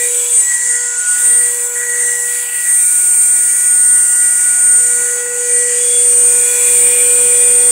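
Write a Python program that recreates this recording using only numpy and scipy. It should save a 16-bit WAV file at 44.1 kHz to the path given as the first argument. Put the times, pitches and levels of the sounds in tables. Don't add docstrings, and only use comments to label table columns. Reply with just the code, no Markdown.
import sys
import numpy as np
from scipy import signal
from scipy.io import wavfile
from scipy.ndimage import uniform_filter1d

SR = 44100
rng = np.random.default_rng(int(sys.argv[2]) if len(sys.argv) > 2 else 0)


def ratio_of_db(decibels):
    return 10 ** (np.asarray(decibels, float) / 20)


def wav_out(sig):
    wavfile.write(sys.argv[1], SR, np.round(np.clip(np.atleast_2d(sig).T, -1, 1) * 32767).astype(np.int16))


N = 339997

BLADES = 18
FRAME = dict(nperseg=2048, noverlap=1536)


def curves(table):
    s, *columns = np.transpose(table)
    return np.array([np.interp(np.arange(N) / SR, s, c) for c in columns])


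def walk(rate):
    steps = np.repeat(rng.standard_normal(N // 200), 4)
    slewed = uniform_filter1d(uniform_filter1d(steps, 4), 4)
    return 1.3 * np.interp(np.arange(N) * rate * 4 / SR, np.arange(len(steps)), slewed)


def swell(start_s, peak_s, end_s):
    t = np.arange(0, N, 64) / SR
    angle = np.interp(t, (start_s, peak_s, end_s), (0, np.pi / 2, 0))
    return np.sin(angle) ** 1.74


def full(x):
    return np.interp(np.arange(N) / 64, np.arange(len(x)), x)


def swells(rows, rest_db):
    rises = sum(ratio_of_db(db) * swell(a, b, c) for a, b, c, db in rows)
    return full(20 * np.log10(ratio_of_db(rest_db) + rises))


def band(centre_hz, width_hz):
    b, a = signal.iirpeak(centre_hz, centre_hz / width_hz, fs=SR)
    once = signal.lfilter(b, a, rng.standard_normal(N))
    twice = signal.lfilter(b, a, once)
    return twice / twice.std()


def tone(order, turn, db, flutter_db):
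    level = np.sqrt(2) * ratio_of_db(db + flutter_db * walk(30))
    return level * np.sin(order * turn + 2 * np.pi * rng.random())


def nearness():
    # time in seconds, gain in dB.
    near_rows = [
        (0.0, -5),
        (.5, -7.5),
        (1.3, 2),
        (2.6, -4),
        (3.0, -0.5),
        (5.3, 6),
        (5.7, -4.5),
        (6.2, 6),
        (7.71, 7),
    ]
    return curves(near_rows)[0]


def vent_aim(near_db):
    # time in seconds, air rush in dB, brightness in dB.
    facing = [(0.0, 0, 1.5), (.2, -1, 1), (.45, 3.5, -6), (.75, 4.5, -11), (.95, 1.5, -14), (1.2, 1, 1.5),
              (1.5, -1.5, 2.5), (1.85, -2, -0.5), (2.07, 2.5, -3.5), (2.3, -2, 4), (2.9, 0, 6.5),
              (3.9, 1, 3), (5.0, 2, -3), (5.3, 1.5, -6.5), (5.75, 3, -8), (6.3, 3.5, -1.5), (6.75, 2, 4),
              (7.71, 1.5, 0)]
    # start, peak and end in seconds, level in dB.
    case_free = [
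        (-.3, .1, 0.61, 4.5),
        (.8, 1.3, 1.67, 0.5),
        (2.2, 2.37, 2.86, 2),
        (5.4, 6.0, 6.54, 0.5),
        (6.2, 6.8, 8.5, 5.5),
    ]
    # start, peak and end in seconds, depth in dB.
    fingers = [
        (1.64, 1.734, 1.74, 5),
        (2.384, 2.494, 2.7, 7),
        (5.104, 5.28, 5.45, 5),
        (6.78, 6.86, 7.8, 1.5),
    ]
    # start, peak and end in seconds, depth in dB.
    palm = (1.7, 3.7, 5.1, 3)
    air_db, bright_db = curves(facing)
    cover_db = full(sum(db * swell(a, b, c) for a, b, c, db in fingers))
    palm_db = palm[3] * full(swell(*palm[:3]))
    low = 0.52 * near_db
    case = swells(case_free, rest_db=1.5)
    vents = air_db - cover_db
    upper_vents = air_db + 0.73 * bright_db - cover_db
    hiss = air_db + 1.1 * bright_db - 0.19 * cover_db - palm_db
    aim_db = np.array([low, case, vents, upper_vents, hiss])
    return aim_db - aim_db.mean(axis=1, keepdims=True)


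def blade_level():
    # time in seconds, level in dB.
    steady = [(2.63, -45), (2.69, -13.5), (4.95, -12.5), (5.12, -23.5), (5.32, -24.5), (5.6, -17.5),
              (5.8, -16), (6.1, -8.5), (6.43, -10.5), (6.53, -22), (6.62, -12), (7.71, -9)]
    # start, peak and end in seconds, level in dB.
    passes = [(-.05, .05, 0.13, -17.5), (.1, .17, 0.27, -19.5), (.27, .385, 0.45, -7), (.5, .56, 0.56, -14),
              (.6, .72, 0.82, -16), (.8, .86, 0.97, -25), (.96, .99, 1.04, -17), (1.03, 1.12, 1.19, -12),
              (1.15, 1.29, 1.61, -8), (1.57, 1.62, 1.72, -19.5), (1.72, 1.79, 1.9, -19.5),
              (1.87, 1.9, 1.95, -18), (1.95, 2.01, 2.2, -14), (2.1, 2.3, 3.8, -25), (2.5, 2.56, 2.62, -25),
              (2.7, 2.81, 2.9, -22), (3.0, 3.28, 3.45, -21), (3.55, 3.9, 4.08, -15), (4.1, 4.27, 4.3, -24),
              (4.55, 4.75, 4.9, -14), (5.48, 5.55, 5.65, -17), (6.72, 6.86, 6.9, -17)]
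    return 20 * np.log10(ratio_of_db(swells(passes, -53)) + ratio_of_db(curves(steady)[0]))


def draught(blade_db, near_db):
    b, a = signal.butter(1, (45, 1020), "band", fs=SR)
    x = signal.lfilter(b, a, rng.standard_normal(N))
    blast = ratio_of_db(-61) + ratio_of_db(blade_db - 41)
    reach_db = 2.43 * np.maximum(near_db - 3.5, 0)
    return x / x.std() * blast * ratio_of_db(reach_db + 3 + 1.4 * walk(23))


def drum():
    # start, peak and end in seconds, level in dB.
    buzzes = [(-.2, .04, 0.74, -35.5), (1.3, 1.75, 1.85, -41), (2.55, 2.9, 3.9, -35),
              (3.2, 3.65, 3.8, -37.5), (4.1, 4.5, 4.9, -36), (4.7, 5.0, 5.3, -39), (5.35, 5.55, 6.12, -38),
              (6.1, 6.72, 7.1, -32.5), (6.75, 6.98, 7.15, -31), (7.1, 7.35, 7.5, -33),
              (7.4, 7.58, 7.7, -39)]
    level_db = swells(buzzes, rest_db=-54) - 3.5 + 2.1 * walk(35)
    return band(centre_hz=2314, width_hz=173) * ratio_of_db(level_db)


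def rush(turn, aim_db):
    # pitch in Hz, level in dB per Hz.
    colour = np.array([(300, -66), (650, -24.5), (900, -20.5), (1200, -24.5), (1700, -16.5), (2300, -18),
                       (2900, -19), (4200, -23), (5600, -19), (7000, -2.5), (8300, 2.5), (10200, -7.5),
                       (12300, -19), (15300, -18)])
    region_hz = (800, 2740, 6500, 10070, 13468)
    strip_hz, patch_s, patchy_db = 350, 0.16, 1.75
    hz, s, z = signal.stft(rng.standard_normal(N), SR, **FRAME)
    colour_db = np.interp(np.log(hz + 1), np.log(colour[:, 0]), colour[:, 1])
    share = np.array([np.interp(hz, region_hz, row) for row in np.eye(len(region_hz))])
    patches = rng.standard_normal(z.shape)
    for _ in range(2):
        patches = uniform_filter1d(patches, int(strip_hz / hz[1]), axis=0)
        patches = uniform_filter1d(patches, int(patch_s / s[1]), axis=1)
    patches = patches - uniform_filter1d(patches, int(2500 / hz[1]), axis=0)
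    aim = share.T @ aim_db[:, np.minimum((s * SR).astype(int), N - 1)]
    gain = ratio_of_db(colour_db[:, None] + aim + patchy_db * patches / patches.std())
    air = signal.istft(z * gain, SR, **FRAME)[1][:N]
    air = air * ratio_of_db(-16.5) / np.sqrt(np.mean(ratio_of_db(colour_db) ** 2))
    return air * (1 + 0.3 * np.cos(turn))


def faint_orders(turn, vent_db):
    # multiple of shaft speed, level in dB.
    weak_orders = [(6, -57), (9, -54), (11, -77), (12, -54), (13, -48), (14, -40), (15, -34.5), (20, -46),
                   (21, -52), (27, -77), (32, -52)]
    out = np.zeros(N)
    for k, db in weak_orders:
        out = out + tone(round(k), turn, db + vent_db + 2 * walk(1.36), flutter_db=1.6)
    return out


def order_levels():
    # start, peak and end in seconds, level in dB.
    first = [
        (-.5, 0, .54, -28.5),
        (0.512, 0.787, 1.14, -40),
        (1.064, 1.587, 2.3, -34),
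        (1.726, 2.1, 2.79, -37.5),
        (2.706, 3.147, 5, -52),
        (4.538, 5.64, 8.1, -26),
        (6.397, 7.35, 14, -26),
    ]
    second = [
        (-.3, .5, 1.8, -49),
        (1.0, 1.7, 2.6, -49),
        (6.198, 6.51, 7.3, -46),
    ]
    third = [(0, 0.175, 0.27, -43), (.55, 0.805, 0.98, -39.5), (0.752, 1.07, 1.55, -27.5),
             (1.5, 1.76, 2.22, -37.5), (1.99, 2.395, 5.2, -39.5), (2.58, 5.072, 5.77, -31),
             (4.205, 4.5, 5.7, -46), (5.596, 5.903, 6.1, -46), (5.996, 6.487, 6.8, -35.5),
             (6.6, 6.754, 6.85, -46), (6.84, 7.147, 10, -39)]
    fourth = [(-.2, 0, 0.12, -28), (0.318, .6, 1.12, -27), (1.036, 1.34, 1.8, -30),
              (1.74, 1.776, 1.916, -26.5), (1.747, 2.0, 2.41, -25), (1.993, 2.661, 2.885, -28.5),
              (2.695, 3.597, 7.4, -37.5), (3.99, 4.505, 4.6, -42), (4.8, 5.255, 5.7, -38),
              (5.4, 5.65, 5.9, -30.5), (6.2, 6.497, 7.2, -42), (7.0, 7.604, 8.6, -39)]
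    fifth = [
        (-.05, 0.028, 0.14, -35.5),
        (2.3, 2.603, 3.7, -53),
        (5.299, 5.528, 6.4, -46),
        (5.987, 6.53, 6.93, -33),
        (6.4, 7.04, 8.13, -31),
    ]
    seventh = [
        (.1, .24, 0.42, -41),
        (1.0, 1.31, 1.9, -53),
        (5.7, 5.977, 6.2, -35.5),
        (6.095, 6.598, 10, -41),
    ]
    two_below = [(-.2, 0.215, 0.56, -23.5), (.33, 0.447, 0.64, -19.5), (.75, 1.0, 2.9, -26.5),
                 (1.805, 2.05, 1.7, -30), (2.48, 2.65, 2.1, -27), (3.6, 4.801, 6.2, -29),
                 (5.4, 5.703, 6.0, -29), (6.0, 6.45, 8.4, -22), (6.9, 7.404, 7.8, -23)]
    one_below = [(-.3, .3, 1.5, -29), (1.9, 2.05, 2.3, -25), (2.7, 4.85, 5.03, -23), (5.45, 5.58, 5.7, -24),
                 (6.03, 6.2, 6.55, -23), (6.5, 7.0, 7.2, -22), (7.2, 7.55, 8.4, -22)]
    one_above = [(0, .1, .4, -29), (2.6, 2.82, 3.0, -28), (4.2, 4.42, 4.7, -25), (4.9, 5.0, 5.4, -25),
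                 (5.8, 5.95, 6.05, -28), (6.4, 6.65, 6.9, -28), (6.8, 7.47, 7.7, -21)]
    # order, its swells, resting level in dB. The last three lie beside the blade tone.
    shaded = [(1, first, -62), (2, second, -58), (3, third, -58), (4, fourth, -56), (5, fifth, -55),
              (7, seventh, -57), (16, two_below, -36), (17, one_below, -36), (19, one_above, -37)]
    levels = {}
    for k, rows, rest_db in shaded:
        wander_db = 1.3 * min(k - 1, 2) / 2
        levels[k] = swells(rows, rest_db) + wander_db * walk(9)
    return levels


def case_rattle(levels):
    # order, centre in Hz, width in Hz, level in dB against the order.
    rattles = [(1, 340, 260, -31), (4, 1944, 140, -10), (4, 1780, 600, -13), (5, 2440, 300, -6),
               (7, 3380, 78, -6.5)]
    out = np.zeros(N)
    for k, centre_hz, width_hz, db in rattles:
        out = out + band(centre_hz, width_hz) * ratio_of_db(levels[round(k)] + db + 3.2 * walk(40))
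    return out


def shaft_orders(turn, levels):
    out = np.zeros(N)
    for k, db in levels.items():
        beside_db = -2.2 if k > 16 else 0
        flutter_db = min(.07 * k * k, 1.2 + .8 * (k > 10))
        out = out + tone(k, turn, db + beside_db, flutter_db)
    return out


def blade_tone(turn, blade_db):
    return tone(BLADES, turn, blade_db + 0.57 * walk(13), flutter_db=0.7)


def motor_turn():
    # time in seconds, blades passing in Hz.
    speed = [(0.0, 8729), (.75, 8720), (1.0, 8725), (1.4, 8717), (3.0, 8716), (4.0, 8726), (4.6, 8728),
             (5.5, 8744), (6.5, 8749), (7.71, 8769)]
    shaft_hz = curves(speed)[0] / BLADES * (1 + .0002 * walk(40))
    return 2 * np.pi * np.cumsum(shaft_hz) / SR


def scene():
    turn = motor_turn()
    blade_db = blade_level()
    near_db = nearness()
    aim_db = vent_aim(near_db)
    levels = order_levels()
    tool = draught(blade_db, near_db) + drum() + rush(turn, aim_db)
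    tool = tool + faint_orders(turn, aim_db[2]) + case_rattle(levels)
    tool = tool + shaft_orders(turn, levels) + blade_tone(turn, blade_db)
    return np.array([tool, tool])


def microphone(x):
    bend = signal.lfilter(*signal.butter(1, 20, "high", fs=SR), x ** 2)
    x = x + ratio_of_db(-34) * bend
    ceiling, sharpness = .76, 4.5
    return x / (1 + abs(x / ceiling) ** sharpness) ** (1 / sharpness)


def thin(x):
    # centre in Hz, usual width in Hz, spread of width in Hz.
    slivers = [(625, 35, 60), (1200, 5, 50), (2120, -10, 50), (2520, 60, 40), (2830, 70, 40),
               (3170, 100, 60), (3530, 90, 65), (3840, 60, 90), (4180, 70, 80), (4520, 50, 70),
               (4850, 20, 90), (5150, -5, 60)]
    hz, s, z = signal.stft(x, SR, **FRAME)
    z = z * (hz < 15730)[:, None]
    power = abs(z) ** 2
    frames = np.minimum((s * SR).astype(int), N - 1)

    def power_near(centre_hz, reach_hz):
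        return uniform_filter1d(np.mean(power[abs(hz - centre_hz) < reach_hz], axis=0), 9)

    for centre_hz, width_hz, spread_hz in slivers:
        low = centre_hz < 1500
        near = np.log(power_near(centre_hz, 65 if low else 170))
        if low:
            near = near - .8 * np.log(power_near(centre_hz, 290))
        weak = (near.mean() - near) / near.std()
        width = width_hz + spread_hz * (.5 * weak + walk(32)[frames])
        middle = centre_hz + .35 * spread_hz * walk(20)[frames]
        z = z * (abs(hz[:, None] - middle) > width / 2)
    return signal.istft(z, SR, **FRAME)[1][:N]


def low_pass(x):
    return signal.sosfilt(signal.butter(12, 16610, fs=SR, output="sos"), x)


def record(dry):
    x = thin(microphone(dry[0]))
    return low_pass(np.array([x, x]))


dry = scene()
out = record(dry)
wav_out(out)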